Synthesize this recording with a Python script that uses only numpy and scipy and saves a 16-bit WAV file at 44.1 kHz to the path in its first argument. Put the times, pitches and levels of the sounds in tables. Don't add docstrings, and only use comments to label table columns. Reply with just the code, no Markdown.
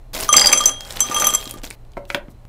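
import sys
import numpy as np
from scipy import signal
from scipy.fft import rfft, irfft
from scipy.io import wavfile
from scipy.ndimage import uniform_filter1d

SR = 44100
rng = np.random.default_rng(int(sys.argv[2]) if len(sys.argv) > 2 else 0)


def volts_from_decibels(level):
    exponent = np.asarray(level, float) / 20
    return 10 ** exponent


def persist_wave(psi):
    counts = np.round(np.clip(psi, -1, 1) * 32767).astype(np.int16)
    wavfile.write(sys.argv[1], SR, np.atleast_2d(counts).T)


N = 109544
T = np.arange(N) / SR

# t/s, level/dB
FLOW = [(.28, -57), (.34, -29), (.42, -31.5), (.55, -33.5), (.62, -41.5), (.7, -39.5), (.76, -55.5),
        (1.0, -44.5), (1.1, -38.5), (1.25, -34.5), (1.35, -47.5), (1.42, -64), (1.6, -51)]
# f/Hz, level/dB
CLATTER = [(150, -9), (500, 2.5), (2000, 1), (4500, -3), (8000, 0), (15500, -19.5)]
BAG_IN_S, POUR_CUT_S, BAG_OUT_S = 0.133, 0.868, 1.755
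SNAP_RISE_S = 0.0012


def read(points, hz):
    f, value = np.transpose(points)
    return np.interp(np.log(hz + 1), np.log(f + 1), value)


def evened(x):
    return x / np.sqrt(np.mean(x ** 2) + 1e-20)


def curve(rows):
    s, db = np.transpose(rows)
    return volts_from_decibels(np.interp(T, s, db, -120, -120))


def colour(x, points):
    log_gain = np.log(volts_from_decibels(read(points, abs(np.fft.fftfreq(4096, 1 / SR)))))
    minimum_phase = np.exp(np.conj(signal.hilbert(log_gain)))
    return signal.oaconvolve(x, np.fft.ifft(minimum_phase).real[:2048])[:N]


def ring(x, hz, width):
    return signal.lfilter(*signal.iirpeak(min(hz, 0.45 * SR), hz / width, SR), x)


def lumps(size):
    once = uniform_filter1d(rng.standard_normal(N), size)
    return evened(uniform_filter1d(once, size))


def add(mix, s, sound):
    part = mix[round(s * SR):][:len(sound)]
    part += sound[:len(part)]


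def clicks(per_s, spread_db):
    size = volts_from_decibels(spread_db * np.minimum(rng.exponential(1, N), 3.0))
    return evened(rng.choice([-1, 1], N) * size * (rng.random(N) < per_s / SR))


def grains(per_s, spread_db, lo_hz, hi_hz, turns):
    hits = abs(clicks(per_s, spread_db))
    kind = rng.integers(0, 24, N)
    decay = volts_from_decibels(-60 / (0.008 * SR))
    grit = rng.standard_normal(N)
    out = np.zeros(N)
    for k, hz in enumerate(np.geomspace(lo_hz, hi_hz, 24)):
        burst = signal.lfilter([1], [1, -decay], hits * (kind == k))
        out += ring(burst * np.roll(grit, k), hz, hz / turns)
    return out


def kitchen():
    # f/Hz, level/dB
    floor_spectrum = [(20, 1.5), (35, -4), (80, -19), (200, -31), (700, -33), (1500, -45.5), (5000, -56),
                      (15500, -60.5)]
    hum_hz, whine_hz, splice_s = 117.2, 4100, 2.4525

    hz = np.fft.rfftfreq(N, 1 / SR)
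    shape = volts_from_decibels(read(floor_spectrum, hz)) * (hz > 18)
    rumble = evened(irfft(rfft(rng.standard_normal(N)) * shape, N))
    whine = evened(ring(rng.standard_normal(N), whine_hz, 60))
    steady = np.sqrt(2) * np.sin(2 * np.pi * hum_hz * T)
    hum = steady + 0.5 * evened(ring(rng.standard_normal(N), hum_hz, 12))
    age = T - splice_s
    step = volts_from_decibels(-32) * np.sign(-age) * np.exp(-abs(age) / 0.006) / 2
    return volts_from_decibels(-39) * rumble + volts_from_decibels(-50.5) * hum + volts_from_decibels(-76) * whine + step


def bag():
    # t/s, level/dB
    handling = [(.13, -42.5), (.21, -38.5), (.28, -42), (.5, -57.5), (.7, -51), (.79, -93), (.81, -61),
                (.96, -50.5), (1.06, -48.5), (1.27, -48), (1.5, -50.5), (1.61, -77), (1.64, -49),
                (1.752, -65)]
    # f/Hz, level/dB
    film = [(150, 2.5), (600, 9), (1500, 1), (4000, 2), (9000, -2.5), (15500, -1.5)]
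    # t/s, level/dB, f/Hz
    snap_events = [(0.141, -14.5, 4070), (0.148, -12, 5640), (0.1638, -14, 2550), (0.202, -14, 3020),
                   (.207, -10, 9000), (0.2347, -10.5, 4900), (0.8065, -16, 5200), (0.849, -26, 5000),
                   (0.8743, -28, 5000), (0.9062, -16.5, 4050), (0.923, -18.5, 7100), (0.97, -15.5, 3570),
                   (1.099, -24, 8800), (1.411, -22, 4740), (1.426, -18.5, 2400), (1.441, -23.5, 9900),
                   (1.455, -19, 5000), (1.475, -19.5, 4000), (1.494, -23, 11000), (1.498, -23.5, 2980),
                   (1.509, -13.5, 9000), (1.5387, -24.5, 12000), (1.5733, -31.5, 4650),
                   (1.616, -32.5, 1990), (1.6341, -20.5, 6010), (1.6417, -16.5, 2900), (1.65, -21.5, 7100),
                   (1.6736, -26, 3820), (1.703, -22.5, 8000), (1.708, -15, 2520), (1.726, -33.5, 4760),
                   (1.849, -44, 3130), (1.918, -43, 5970), (1.934, -40, 3000), (2.0522, -35.5, 3300),
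                   (2.147, -24.5, 13000)]
    # t/s, level/dB
    slumps = [
        (1.096, -20.5),
        (1.329, -27),
        (1.469, -36),
        (1.469, -32.5),
        (1.539, -30),
        (1.559, -31),
        (1.574, -48),
        (1.636, -27.5),
        (1.676, -44),
    ]
    crinkles_per_s, crinkle_db, hiss_db, snap_t60 = 720, 4, 8.5, 0.011

    fine = evened(colour(grains(crinkles_per_s, 2.8, 270, 14000, turns=4.7), film))
    hiss = evened(colour(rng.standard_normal(N), film))
    crinkle = volts_from_decibels(crinkle_db) * fine + volts_from_decibels(hiss_db) * hiss
    crinkle *= curve(handling) * volts_from_decibels(3.2 * lumps(size=250))

    t = np.arange(600) / SR
    snaps, thumps = np.zeros((2, N))
    for s, db, hz in snap_events:
        burst = rng.standard_normal(600) * volts_from_decibels(-60 * t / snap_t60)
        burst *= np.minimum(t / SNAP_RISE_S, 1) ** 2
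        add(snaps, s, volts_from_decibels(db) * (0.45 * burst + 2 * ring(burst, hz, hz / 2.5)))
    for s, db in slumps:
        add(thumps, s, volts_from_decibels(db + 9) * np.hanning(90))
    return crinkle + colour(snaps, film) + ring(ring(thumps, 280, 200), 320, 500)


def heap():
    # f/Hz, width/Hz, level/dB
    air_modes = [(260, 100, -2.5), (569, 100, 3), (796, 67, 2)]
    clatter_db, air_db = 5.5, 4.5

    knocks = evened(grains(1200, 2.8, 250, 15000, turns=4.5))
    knocks = colour(knocks + 0.66 * rng.standard_normal(N), CLATTER)
    knocks = evened(knocks * volts_from_decibels(3.7 * lumps(size=150)))
    push = clicks(430, 0.43)
    air = evened(sum(volts_from_decibels(db) * ring(push, hz, width) for hz, width, db in air_modes))
    return curve(FLOW) * (volts_from_decibels(clatter_db) * knocks + volts_from_decibels(air_db) * air)


def glass(hits, families):
    pair_split, high_pair_db, low_pair_db = 0.006, -8, -15
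    quick_db, quick_t60 = 2, 0.026
    scatter_db = 3.2
    rub_db, full_flow_db = 4.5, -27
    rise_s, cushion_s = 0.0008, 0.0025

    rows = np.array(hits)
    last = np.clip(np.searchsorted(rows[:, 0], T) - 1, 0, None)
    age = np.maximum(T - rows[last, 0], 0)
    busy = np.minimum(curve(FLOW) / volts_from_decibels(full_flow_db), 1)
    out = np.zeros(N)
    for level_db, modes in zip(rows[last, 1:].T, families):
        for k, (hz, db, t60) in enumerate(modes):
            phase, twin_phase, luck = rng.random((len(rows), 3))[last].T
            high = hz > 4000
            twin = np.sin(2 * np.pi * (hz * (1 + pair_split) * T + twin_phase))
            tone = np.sin(2 * np.pi * (hz * T + phase * high))
            tone += volts_from_decibels(high_pair_db if high else low_pair_db) * twin
            fade = volts_from_decibels(-60 * age / t60) + high * volts_from_decibels(quick_db - 60 * age / quick_t60)
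            scatter = (k > 0) * scatter_db * (2 * luck - 2) * 2
            rub = rub_db * busy * lumps(size=200)
            out += volts_from_decibels(db + level_db + scatter + rub) * fade * tone
    tick = volts_from_decibels(-8 + rows[last, 1] - 60 * age / 0.026) * rng.standard_normal(N)
    onset = np.minimum(age / (rise_s + cushion_s * busy ** 2), 1)
    return (out + colour(tick, CLATTER)) * onset


def jar():
    # t/s, third ring mode level/dB, first mode level/dB, second mode level/dB,
    # upright modes level/dB
    first_pour = [(0.2897, -12.5, -3, -21, -33), (0.3271, -1.5, -21, -14.5, -7.5),
                  (0.341, -17.5, -8.5, -17.5, -15), (0.3647, -2.5, -21.5, -19, -0.5),
                  (0.4094, -14.5, -21.5, -25.5, -7), (0.4572, -21.5, -29.5, -26.5, -15),
                  (0.468, -10, -19, -23, -5), (0.516, -20.5, -21, -19.5, -13.5),
                  (0.5267, -4, -11, -20, -7.5), (0.5738, -8, -27, -23, -8), (0.605, -26, -9.5, -19.5, -18),
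                  (0.6572, -2, -35, -29.5, -4.5), (0.6924, -13, -24.5, -27.5, -24.5)]
    second_pour = [(1.0045, -4.5, -30.5, -25.5, -7.5), (1.04, -24, -22, -31, -37),
                   (1.1125, -20, -15, -39, -30.5), (1.1445, -13, -19, -23, -34),
                   (1.163, -15, -9.5, -19.5, -18), (1.2005, -11.5, -22.5, -26.5, -12.5),
                   (1.2215, -16, -14.5, -30.5, -27.5), (1.2435, -10, -17.5, -16.5, -15),
                   (1.2685, -8, -11.5, -29, -12.5), (1.2885, -17.5, -13.5, -17.5, -19),
                   (1.304, -20, -23.5, -28, -18.5), (1.3375, -12.5, -15.5, -22, -17),
                   (1.3485, -6, -29, -23, -6), (1.3585, -25.5, -48.5, -26.5, -40.5),
                   (1.39, -36.5, -46, -35.5, -32.5), (1.4545, -40.5, -32.5, -37.5, -32.5),
                   (1.5395, -59, -29.5, -52.5, -52), (1.573, -64, -49, -75, -69)]
    # f/Hz, level/dB, t60/s
    wall_modes = [
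        [(6102, -5.5, 0.2), (9770, -14.5, 0.27), (14290, -24, .09)],
        [(1196.6, -4, 0.14)],
        [(3240, 1, 0.86)],
        [(7490, -7.5, 0.12), (8000, -6.5, 0.037)],
    ]
    # t/s, level/dB
    base_hits = [
        (0.366, 3.5),
        (0.3814, -10),
        (0.4103, -15),
        (0.4174, -10.5),
        (0.437, -16.5),
        (0.4459, -11.5),
        (0.4583, -4.5),
        (0.4698, -5),
        (0.4975, -12),
        (0.5301, -11.5),
    ]
    # f/Hz, level/dB, t60/s
    base_modes = [
        [(4770, -5.5, 0.061), (4900, -0.5, 0.057), (4610, -16, 0.045), (5320, -13, 0.041)],
    ]
    # t/s, level/dB
    pings = [(0.3267, -19.5), (0.3646, -11), (0.4075, -23), (0.4713, -16), (0.5247, -17), (0.576, -26.5),
             (0.607, -26), (0.655, -14), (1.004, -16.5), (1.146, -22.5), (1.1974, -20.5), (1.2214, -21.5),
             (1.245, -17), (1.269, -6), (1.3034, -23.5), (1.3356, -20.5), (1.3467, -12.5)]
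    # f/Hz, level/dB, t60/s
    rim_modes = [
        [(11520, -10.5, .045), (12200, -9, .06), (10840, -10, 0.067), (13800, -11.5, .04), (14700, -16, .035)],
    ]

    taps = clicks(250, 2.5) * curve(FLOW) * volts_from_decibels(0.5)
    rattle = np.zeros(N)
    for hz, db, t60 in sum(wall_modes, []):
        rattle += volts_from_decibels(db) * ring(taps * rng.standard_normal(N), hz, 1.3 / t60)
    wall = glass(first_pour, wall_modes) * (T < POUR_CUT_S) + glass(second_pour, wall_modes)
    return wall + glass(base_hits, base_modes) + glass(pings, rim_modes) + rattle


def clacks():
    # t/s, level/dB, f/Hz
    landings = [(0.339, -2, 2200), (0.363, -11, 3000), (0.381, -8.5, 2300), (0.395, -0.5, 5000),
                (0.409, -10.5, 7900), (0.4149, -6, 2040), (0.443, -8, 2090), (0.459, -4, 7300),
                (0.469, -10.5, 8500), (0.491, -11, 2000), (.517, -13.5, 2400), (0.5315, -1, 2200),
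                (0.531, -4.5, 4000), (.610, -11, 4900), (0.638, -11, 5000), (1.098, -26.5, 3820),
                (1.1114, -25.5, 2000), (1.1655, -16, 2500), (1.198, -11.5, 6500), (1.203, -21.5, 2330),
                (1.207, -13.5, 9000), (1.2202, -8, 1500), (1.226, -18.5, 2100), (1.2411, -10.5, 2000),
                (1.252, -13.5, 6000), (1.304, -20.5, 5500), (1.327, -21.5, 1960)]
    clack_t60, turns, wide_db = 0.012, 3.5, -13.5

    out, t = np.zeros(N), np.arange(900) / SR
    for s, db, hz in landings:
        burst = rng.standard_normal(900) * volts_from_decibels(-60 * t / clack_t60)
        burst *= np.minimum(t / SNAP_RISE_S, 1)
        body = ring(burst, hz, hz / turns)
        add(out, s, volts_from_decibels(db) * (body / abs(body).max() + volts_from_decibels(wide_db) * burst))
    return out


def lid():
    # t/s, body level/dB, crack level/dB, thump level/dB
    lid_hits = [
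        (1.9692, -25.5, -45.5, -20),
        (2.1016, -32, -20, -35),
        (2.1465, -25.5, -14, -17),
        (2.283, -48.5, -55, -23.5),
    ]
    # f/Hz, level/dB, t60/s
    wood = [(279, -7, 0.076), (353, -3, 0.098), (577.3, -0.5, 0.15), (671, 2.5, 0.062), (907, -2, 0.035),
            (1033, -7, .05), (1316, -4.5, 0.042), (1593, -11.5, 0.069), (2090, -6, 0.059),
            (2270, -14.5, .04)]
    # f/Hz, level/dB
    crack_bands = [(1500, 19.5), (2200, 15), (3200, 1.5), (4200, -3.5)]
    scrape_from_s, scrape_to_s, scrape_db = 2.07, 2.19, -47
    grain_db = 4

    out, t = np.zeros(N), np.arange(9000) / SR
    for s, body_db, crack_db, thump_db in lid_hits:
        knock = volts_from_decibels(thump_db - 60 * t / 0.027) * np.sin(2 * np.pi * 220 * t)
        for hz, db, t60 in wood:
            grain = evened(uniform_filter1d(rng.standard_normal(9000), size=250))
            fade = volts_from_decibels(body_db + db - 60 * t / t60 + grain_db * grain)
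            knock += fade * np.sin(2 * np.pi * hz * rng.uniform(0.97, 1.03) * t)
        blow = rng.standard_normal(9000) * (volts_from_decibels(-60 * t / 0.013) + volts_from_decibels(-14 - 60 * t / 0.063))
        crack = np.zeros(9000)
        for hz, db in crack_bands:
            crack += volts_from_decibels(crack_db - 1.0 + db) * ring(ring(blow, hz, hz / 4.15), 1400, 3600)
        add(out, s, knock * np.minimum(t / 0.002, 1) + crack)

    u = (T - scrape_from_s) / (scrape_to_s - scrape_from_s)
    stroke = np.sin(np.pi * np.clip(u, 0, 1)) + 0.34 * np.exp(-((u - 2) * 10) ** 2)
    return out + volts_from_decibels(scrape_db) * stroke * evened(grains(2800, 3.5, 3500, 15000, turns=1.5))


def room(x):
    # f/Hz, t60/s
    room_t60 = [(300, 0.4), (2000, 0.21), (4500, 0.13), (12000, 0.13)]
    taps = np.zeros(SR // 2)
    at = np.arange(200, SR // 2 - 20, 20)
    taps[at + rng.integers(0, 20, len(at))] = rng.choice([-1.0, 1.0], len(at))
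    hz, t, z = signal.stft(taps, SR, nperseg=256)
    decay = volts_from_decibels(-60 * t / read(room_t60, hz)[:, None])
    tail = signal.istft(z * decay, SR, nperseg=256)[1]
    return signal.fftconvolve(x, tail / np.linalg.norm(tail))[:N]


def scene():
    things = jar() + clacks() + heap() + bag() + lid()
    pouring = (T > BAG_IN_S) & (T < BAG_OUT_S)
    early, late = things * pouring, things * (T >= BAG_OUT_S)
    echoes = room(early) * pouring + room(late)
    mix = early + late + volts_from_decibels(-12) * echoes + kitchen()
    return np.array([mix, mix])


def top_cut(x):
    return signal.sosfilt(signal.butter(12, 15670, fs=SR, output="sos"), x)


def record(dry):
    smear_times = [.2, .367, .47, .64, .81, .88, .97, 1.5, 1.64, 1.685, 1.72, 2.1, 2.17]
    low_pass = signal.firwin(255, 15700, fs=SR)
    x = signal.oaconvolve(np.clip(dry, -1, 1), low_pass[None], "same")
    treble = signal.sosfilt(signal.butter(8, 4700, "high", fs=SR, output="sos"), x[0])
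    moments = sum(np.exp(-((T - s) / 0.01) ** 2) for s in smear_times)
    smear = volts_from_decibels(-13) * treble * moments * lumps(size=30)
    mix = np.clip(x + [smear, -smear], -1, 1)
    return top_cut(mix)


dry = scene()
out = record(dry)
persist_wave(out)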